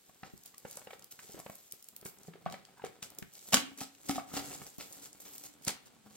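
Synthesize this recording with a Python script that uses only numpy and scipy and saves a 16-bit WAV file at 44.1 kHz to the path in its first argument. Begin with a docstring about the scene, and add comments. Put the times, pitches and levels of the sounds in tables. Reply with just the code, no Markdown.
"""A quiet room: a foil seal is picked at and peeled off a cardboard can close to a stereo microphone.
Fingers knock the taut foil (short drum tones), creases tick (brief noise bursts), and the foil tears off
or rustles briefly (dense crackle). Hands rustle the foil and rub the cardboard; the can's modes ring on
all of it, the lowest air tone retuned by the lid. Sparse reflections and steady hiss lie behind."""
import sys
import numpy as np
from scipy import signal
from scipy.fft import rfft, irfft
from scipy.io import wavfile
from scipy.ndimage import uniform_filter1d

SR = 44100
rng = np.random.default_rng(int(sys.argv[2]) if len(sys.argv) > 2 else 0)


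def store_wav(level_fs):
    """Save 16-bit WAV to argv[1]."""
    pcm = np.round(np.clip(np.atleast_2d(level_fs), -1, 1) * 32767)
    wavfile.write(sys.argv[1], SR, pcm.T.astype(np.int16))


N = 271656

# Finger knocks on the foil drum. Each row: start in seconds, ring peak in dB, pitch in Hz,
# thump in dB re ring peak, crack in dB re ring peak.
KNOCKS = [(0.093, -57, 680, 1.5, -2), (0.231, -44, 775, 3, 7), (0.336, -55.5, 310, 11.5, -17),
          (0.455, -62.5, 660, -3, -8), (0.54, -53, 1156, -13, 2.5), (0.649, -38, 519, -7, -4.5),
          (0.771, -45.5, 570, -10, -5), (0.784, -54, 750, -22, -13), (0.814, -52, 593, -12, 2),
          (0.870, -41.5, 504, -10, -0.5), (0.905, -47, 663, -15, 6.5), (0.930, -43, 496, -32, 1.5),
          (1.189, -48.5, 1526, -7.5, 7), (1.245, -56, 332, 0, -20), (1.293, -48.5, 433, -4, -20),
          (1.343, -42, 325, -2, -13), (1.365, -46.5, 320, -17, -12), (1.375, -48, 604, -3, -12),
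          (1.397, -45, 650, -2, -5), (1.461, -40, 550, -6, -4), (1.496, -41, 640, -4.5, -3.5),
          (1.733, -54, 363, 0, -2), (2.025, -49, 374, -2, -4), (2.055, -42.5, 340, 1, 1.5),
          (2.281, -44.5, 416, -4, -25), (2.334, -62, 330, -19, 14.5), (2.353, -46, 398, -28, -19),
          (2.460, -28, 701, -14, -12.5), (2.525, -46.5, 753, -18, -11), (2.539, -42.5, 590, -7, 4.5),
          (2.685, -57, 750, -12, -4), (2.771, -56.5, 970, -16, -3), (2.795, -46, 950, -19, -20),
          (2.817, -51, 860, -4, 3), (2.838, -30.5, 454, -10, -16), (3.024, -58.5, 804, 8.5, -31),
          (3.186, -49.5, 320, -7, -12), (3.223, -53, 347, 14, 13), (3.533, -24, 679, -5, -7),
          (3.572, -43.5, 740, 7, 13), (3.813, -39, 773, -3, -24), (4.094, -30.5, 753, -1, -33),
          (4.156, -39.5, 780, -5, -13), (4.18, -28, 717, -11, -45), (4.315, -49.5, 1270, -2, -17),
          (4.338, -47, 776, 5, -4), (4.366, -37.5, 787, -2.5, -36), (4.399, -42.5, 870, -6, -17),
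          (4.46, -64, 664, -16, -15), (4.615, -49, 693, 1.5, 3), (4.784, -54.5, 657, 12, -13),
          (5.26, -56.5, 352, 3, -1), (5.673, -39, 570, 6, 1)]


def knocks():
    """Two short drum tones of the foil, a broad push of the whole can, a fingertip crack, a rattle inside."""
    out, t = np.zeros((2, N)), np.arange(4000) / SR
    decay_s, push_hz, rattle_db = 0.0016, 180, -11.0
    for start_s, ring_db, pitch_hz, thump_db, crack_db in KNOCKS:
        tones = np.sin(2 * np.pi * pitch_hz * t) + 0.5 * np.sin(2 * np.pi * 1.667 * pitch_hz * t)
        ring = tones * (t / 0.0017) ** 1.91 * np.exp(-t / decay_s)

        swing = np.exp(2j * np.pi * push_hz * t) * t * np.exp(-t / decay_s)  # barely one swing
        # each thump gets a random left-right spread
        thump = spread(swing.imag, swing.real, rng.uniform(-1.63, 1.45))

        noise = spread(*rng.standard_normal((2, len(t))), 0.47)
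        crack = coloured(noise, lambda f: -6 * np.log2((f + 1) / 1700) ** 2)
        crack = crack * t ** 2.9 * np.exp(-t / 0.0012)

        # uneven grains, 40 samples each
        grains = noise * gain_of(4.5 * np.repeat(rng.standard_normal(len(t) // 40), 40))
        rattle = evened(coloured(grains, lambda f: -3.5 * np.log2((f + 1) / 1000) ** 2))
        rattle = rattle * np.minimum(t / 0.016, 1) * np.exp(-t / 0.012)

        sound = ring / ring.max()
        sound = sound + gain_of(thump_db) * thump / swing.imag.max()
        sound = sound + gain_of(crack_db) * crack / abs(crack).max()
        sound = sound + gain_of(rattle_db) * rattle
        add(out, start_s, gain_of(ring_db) * sound)
    return out


# Crease snaps. Each row: time in seconds, level at the top of the burst in dB, centre in Hz.
TICKS = [(0.377, -51, 7900), (0.4354, -48, 12200), (0.4593, -42, 12100), (0.5445, -53.5, 5560),
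         (0.5803, -41, 12200), (0.711, -39, 13700), (0.7567, -46, 13000), (0.7706, -37.5, 7810),
         (0.7941, -48, 8430), (0.939, -57, 5000), (0.994, -50.5, 7900), (1.0234, -50.5, 5330),
         (1.043, -43, 12800), (1.1234, -51, 4230), (1.334, -50, 6420), (1.3915, -43, 13800),
         (1.4003, -43, 7660), (1.4982, -46, 13100), (1.554, -43, 14100), (1.712, -48, 7440),
         (1.7221, -33.5, 14100), (1.8254, -46.5, 10900), (1.8427, -49, 8630), (1.8864, -41.5, 11800),
         (1.9637, -39.5, 11600), (2.012, -48, 11800), (2.0516, -43, 7830), (2.186, -53, 7910),
         (2.233, -52, 7760), (2.4555, -54.5, 2730), (2.4992, -49, 3710), (2.5237, -42, 4500),
         (2.651, -49.5, 4270), (2.8477, -48, 7800), (3.026, -40.5, 3790), (3.1024, -45.5, 13400),
         (3.1487, -50, 14100), (3.1862, -33.5, 14200), (3.2256, -46, 4500), (3.336, -48, 14200),
         (3.353, -47.5, 5540), (3.3917, -48, 5600), (3.4595, -56, 11900), (3.5321, -21, 3290),
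         (3.5422, -12.5, 3060), (3.548, -22.5, 6600), (3.5694, -24, 2620), (3.7755, -45, 7720),
         (3.812, -41, 3610), (3.9494, -54, 4150), (4.0936, -32, 3430), (4.157, -44, 3000),
         (4.373, -35, 3520), (4.4854, -48, 5860), (4.7825, -42.5, 13200), (4.925, -42.5, 7940),
         (4.9302, -43, 13500), (5.1295, -46.5, 7160), (5.205, -46, 8720), (5.3806, -38.5, 11700),
         (5.437, -42, 8760), (5.462, -46, 6950), (5.6494, -37.5, 9050), (5.6794, -23.5, 6910),
         (5.682, -25, 4350), (5.6903, -36, 6700)]
# a snap is broad, but narrow near the strongest resonance of the foil
SNAP_OCTAVES, RUNG_OCTAVES, RUNG_HZ, RUNG_REACH_OCTAVES = 1.34, 0.46, 6940, 0.47


def ticks():
    """Each snap of a crease is a noise burst a few milliseconds long around its own centre."""
    out, t = np.zeros((2, N)), np.arange(1024) / SR
    top_s, rise_s, fall_s = 0.0022, 0.0013, 0.0021
    burst = np.exp(-((t - top_s) / np.where(t < top_s, rise_s, fall_s)) ** 2)
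    for time_s, level_db, centre_hz in TICKS:
        rung = np.exp(-(np.log2(centre_hz / RUNG_HZ) / RUNG_REACH_OCTAVES) ** 2)
        octaves = SNAP_OCTAVES + (RUNG_OCTAVES - SNAP_OCTAVES) * rung
        noise = spread(*rng.standard_normal((2, len(t))), 0.57)
        noise = coloured(noise, lambda f: np.maximum(-5 * (np.log2((f + 1) / centre_hz) / octaves) ** 2, -30))
        add(out, time_s - 0.0012, gain_of(level_db) * evened(noise) * burst)
    return out


# Foil tearing off, and short rustles of the foil. Each row: start in seconds, fall T60 in seconds,
# rms at full swell in dB, tilt in dB per octave.
TEARS_AND_RUSTLES = [(.235, 0.18, -59, -6.5), (.445, 0.096, -55, -0.5), (0.744, 0.15, -67, 6),
                     (0.886, 0.22, -59.5, 3), (1.107, 0.029, -49.5, 3.5), (1.367, 0.1, -60, -8),
                     (1.539, .09, -63, 2), (2.043, 0.11, -44.5, 5), (2.495, 0.18, -52.5, -6),
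                     (2.841, 0.067, -50.5, -5), (3.016, 0.12, -50, -2), (3.52, 0.083, -27, -3),
                     (3.566, 0.15, -40.5, -2.5), (3.774, 0.13, -47.5, -1.5), (3.797, 0.14, -44, -2),
                     (4.082, 0.078, -37, -2), (4.14, 0.09, -43, -1.5), (4.344, 0.17, -40.5, -4),
                     (4.498, 0.13, -51.5, -7.5), (4.776, 0.19, -47.5, -3), (4.814, 0.054, -49, -3),
                     (4.33, 0.053, -42.5, -1), (4.9, 0.48, -55, 1), (5.011, 0.16, -50, 0.5),
                     (5.2, .15, -56, 3.5), (5.239, 0.21, -54, -4), (5.609, 0.15, -54.5, 1.5),
                     (5.66, 0.13, -37, -3.5), (5.856, 0.028, -59.5, -2)]
# Foil colour, used by these bursts and by the hands. Each row: frequency in Hz, gain in dB.
FOIL_COLOUR = [(600, 2), (1500, -6), (3000, -0.5), (5500, 4), (7800, 10.5), (9800, 0), (12000, 1.5),
               (16000, -7)]
BURST_RISE_SHARE, BURST_HOLD_S = 0.087, 0.022  # the rise as a share of the fall; the hold at full level


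def tears_and_rustles():
    """Bursts of dense crackle that swell, hold, then fade: the foil tearing off, and short rustles of it."""
    out, t = np.zeros((2, N)), np.arange(16000) / SR
    for start_s, t60_s, level_db, tilt_db in TEARS_AND_RUSTLES:

        def burst_colour(f):
            tilt = tilt_db * np.log2(f / 3000 + 0.082)
            bass_cut = 8 * np.log2(1 + 500 / (f + 1))
            return read(FOIL_COLOUR, f) * 0.68 + tilt - bass_cut

        sides = [crackle(count=len(t), per_s=1000, spread_db=2.5, hiss=0.5) for side in range(2)]
        grains = coloured(spread(*sides, 0.4), burst_colour)
        rise_s = BURST_RISE_SHARE * t60_s
        fall_db = -60 * np.maximum(t - rise_s - BURST_HOLD_S, 0) / t60_s
        swell = np.minimum(t / rise_s, 1) ** 2 * gain_of(fall_db)
        add(out, start_s, gain_of(level_db) * evened(grains) * swell)
    return out


# Hands at work, interpolated. 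Each row: time in seconds, foil rustle in dB, its treble sheen in dB,
# grip on the cardboard in dB.
HANDS = [(0.0, -71, -76.5, -76), (0.62, -68, -72, -73.5), (0.74, -53.5, -70, -67), (1.02, -85, -79, -68),
         (1.22, -57.5, -72, -77), (1.56, -63, -64, -74), (1.78, -65.5, -72, -84), (1.92, -71, -73, -74.5),
         (2.05, -89, -63, -67.5), (2.28, -62.5, -76, -68), (2.4, -103, -96, -65.5), (2.8, -73, -103, -67),
         (3.2, -84, -78, -63.5), (3.34, -59, -71, -83), (3.5, -55.5, -63, -63.5), (3.72, -66, -103, -65.5),
         (4.0, -65.5, -76, -72), (4.07, -55.5, -65, -62.5), (4.26, -64.5, -84, -69), (4.348, -50, -67, -48),
         (4.62, -52.5, -70, -59), (4.75, -63.5, -69, -69.5), (4.89, -60, -62, -62),
         (5.12, -66.5, -74, -65.5), (5.3, -57.5, -57, -72), (5.46, -55.5, -64, -70.5), (5.6, -78, -99, -64),
         (6.0, -76, -97, -68), (6.16, -59.5, -85, -65.5)]
# Treble sheen of the rustle. 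Each row: frequency in Hz, gain in dB.
SHEEN_COLOUR = [(7000, -39), (9800, -6), (12000, 15.5), (14500, 10), (16500, 8)]
# Dull rub on cardboard. Each row: frequency in Hz, gain in dB.
GRIP_COLOUR = [(30, -8), (70, -4), (150, 3), (400, -3), (900, -7), (1800, -13), (4000, -17.5)]


def hands():
    """Foil rustle, its bright sheen and the dull rub of fingers on cardboard, spread over some width."""
    time_s, *levels = np.transpose(HANDS)
    foil_db, sheen_db, grip_db = (np.interp(np.arange(N) / SR, time_s, c) for c in levels)
    layers = []
    for side in range(2):
        grains = crackle(count=N, per_s=700, spread_db=3, hiss=0.55)
        foil = gain_of(foil_db) * evened(coloured(grains, lambda f: read(FOIL_COLOUR, f)))
        sheen = gain_of(sheen_db) * evened(coloured(grains, lambda f: read(SHEEN_COLOUR, f)))
        rub = crackle(count=N, per_s=250, spread_db=2, hiss=0.8)
        grip = gain_of(grip_db) * evened(coloured(rub, lambda f: read(GRIP_COLOUR, f)))
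        layers.append(foil + sheen + grip)
    return spread(*layers, 0.51)


# Effect of the lid on the can, interpolated. Each row: time in seconds, lowest air tone in Hz,
# coupling of the foil to the can in dB.
LID = [(0, 202, -93), (2.2, 166, -95), (2.28, 169, -43), (2.5, 167.4, -40), (2.6, 205, -57),
       (2.75, 170, -81), (3.45, 174, -57), (3.526, 167, -51.5), (3.556, 267.6, -43), (3.62, 268, -24.5),
       (3.75, 271.6, -41), (4.0, 277, -48), (4.095, 283, -36), (4.16, 270.7, -38), (4.6, 283, -53.5),
       (5.5, 297.6, -46), (5.65, 278, -57), (6.12, 203, -48)]
# Upper modes of the can. Each row: frequency in Hz, T60 in seconds, gain in dB.
CAN_MODES = [(466, 0.025, -49), (767, 0.042, -49), (1340, 0.017, -44.5), (2240, 0.1, -56)]
AIR_TONE_T60_S = 0.17


def can(shaking, push):
    """The can rings on whatever shakes it; the gap under the lid tunes its lowest air tone."""
    time_s, *columns = np.transpose(LID)
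    air_hz, coupling_db = (np.interp(np.arange(N) / SR, time_s, c) for c in columns)
    air_tone = ringing(push * gain_of(coupling_db), air_hz, AIR_TONE_T60_S)
    return air_tone + sum(gain_of(db) * ringing(shaking, hz, t60_s) for hz, t60_s, db in CAN_MODES)


# Phase lead of left over right. Each row: frequency in Hz, lead in radians.
LEFT_LEADS = [(30, .9), (400, .6), (1500, .3), (3000, .7), (5000, 1.6), (8000, 2.9), (12000, 4.1),
              (16000, 4.8)]


def ports(x):
    """The sound reaches the left capsule a little ahead of the right one."""
    half_lead = read(LEFT_LEADS, np.fft.rfftfreq(N, 1 / SR)) / 2
    return irfft(rfft(x) * np.exp(1j * np.array([half_lead, -half_lead])), N)


# Room decay. Each row: frequency in Hz, T60 in seconds.
ROOM_DECAY = [(150, 0.22), (400, 0.29), (1040, 0.33), (2760, 0.38), (7280, 0.19)]


def room(x):
    """Sparse reflections of random sign, each band dying at its own speed."""
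    taps = np.zeros((2, SR // 2))
    # one reflection in every 20 samples
    at = np.arange(200, SR // 2 - 20, 20) + rng.integers(0, 20, (2, (SR // 2 - 201) // 20))
    np.put_along_axis(taps, at, rng.choice([-1.0, 1.0], at.shape), 1)
    hz, t, bands = signal.stft(taps, SR, nperseg=256)
    decay = gain_of(-60 * t / read(ROOM_DECAY, hz)[:, None])
    tail = signal.istft(bands * decay, SR, nperseg=256)[1]
    return signal.fftconvolve(x, tail / np.linalg.norm(tail[0]), axes=1)[:, :N]


# Left-right likeness of the hiss. Each row: frequency in Hz, correlation from 0 to 1.
AIR_SAME = [(40, 0.25), (300, 1), (1000, 0.17), (4000, 0.28), (16000, 0.247)]
# Colour of the hiss. Each row: frequency in Hz, relative spectral level in dB.
AIR_COLOUR = [(20, -21), (60, -65), (200, 7.5), (800, -1.5), (4000, 1.5), (6000, -5), (7700, 0.5),
              (9800, -4.5), (15000, -64), (16500, -50)]
AIR_RMS_DB = -71


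def air():
    """Steady room tone and microphone hiss: coloured noise, partly shared between the sides."""
    hz = np.fft.rfftfreq(N, 1 / SR)
    a, b = rfft(rng.standard_normal((2, N)))
    same = np.clip(read(AIR_SAME, hz), -1, 1)
    both = np.array([a, same * a + np.sqrt(1 - same ** 2) * b]) * gain_of(read(AIR_COLOUR, hz))
    return gain_of(AIR_RMS_DB) * evened(irfft(both, N))


def crackle(count, per_s, spread_db, hiss):
    """Tiny noise bursts of uneven size over a fine hiss, bunched in clumps of a few hundredths of a second."""
    size = gain_of(spread_db * np.minimum(rng.exponential(1, count), 3))
    bursts = signal.lfilter([1], [1, -0.93], size * (rng.random(count) < per_s / SR))
    slow = uniform_filter1d(rng.standard_normal(count), size=700)
    clumps = evened(uniform_filter1d(slow, size=700))
    return (evened(bursts) + hiss) * rng.standard_normal(count) * gain_of(2.96 * clumps)


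def ringing(x, hz, t60_s):
    """One decaying mode driven by x; its frequency may follow a curve."""
    turn = np.exp(2j * np.pi * np.cumsum(hz * np.ones(N)) / SR)
    # shift the mode to 0 Hz, let it decay there, shift back
    decayed = signal.lfilter([1], [1, -10 ** (-3 / (t60_s * SR))], x / turn)
    return 2 * (turn * decayed).real


def spread(centre, edge, width):
    """A source of some size: a shared part and a part of opposite sign left and right."""
    return centre + width * np.outer([1, -1], edge)


def coloured(x, db_of_hz):
    """Filters x by a gain curve in dB over frequency."""
    n = x.shape[-1]
    return irfft(rfft(x) * gain_of(db_of_hz(np.fft.rfftfreq(n, 1 / SR))), n)


def read(points, hz):
    """Reads a curve of (Hz, value) points on a log frequency axis."""
    f, value = np.transpose(points)
    return np.interp(np.log(hz + 1), np.log(f + 1), value)


def gain_of(db):
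    """Amplitude factor of a level in dB."""
    return 10 ** (np.asarray(db) / 20)


def evened(x):
    """Scales x to an rms of 1."""
    return x / np.sqrt(np.mean(x ** 2) + 1e-20)


def add(mix, start_s, sound):
    """Adds a sound into the mix in place, cut at the end."""
    part = mix[:, max(round(start_s * SR), 0):][:, :sound.shape[-1]]
    part += sound[..., :part.shape[1]]


def scene():
    """Blows and rustle shake the can; all of it is heard directly and through the room, over the air."""
    blows = knocks() + ticks() + tears_and_rustles()
    rustle = hands()
    rub_to_air_db, room_db = -0.5, -8.0  # rustle and rubbing stir the air tone nearly as much as blows do
    push = blows + gain_of(rub_to_air_db) * rustle
    near = blows + rustle + can(blows + rustle, push)
    return ports(near) + gain_of(room_db) * room(near) + air()


def record(dry):
    """The microphone rolls off the deepest bass; then the band limit of the recorder."""
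    bass_cut_hz, edge_hz = 45, 16100
    heard = signal.lfilter(*signal.butter(2, bass_cut_hz, "high", fs=SR), dry)
    band_limit = signal.firwin(255, edge_hz, window=("kaiser", 7), fs=SR)
    return signal.oaconvolve(heard, band_limit[None], "same")


dry = scene()
out = record(dry)
store_wav(out)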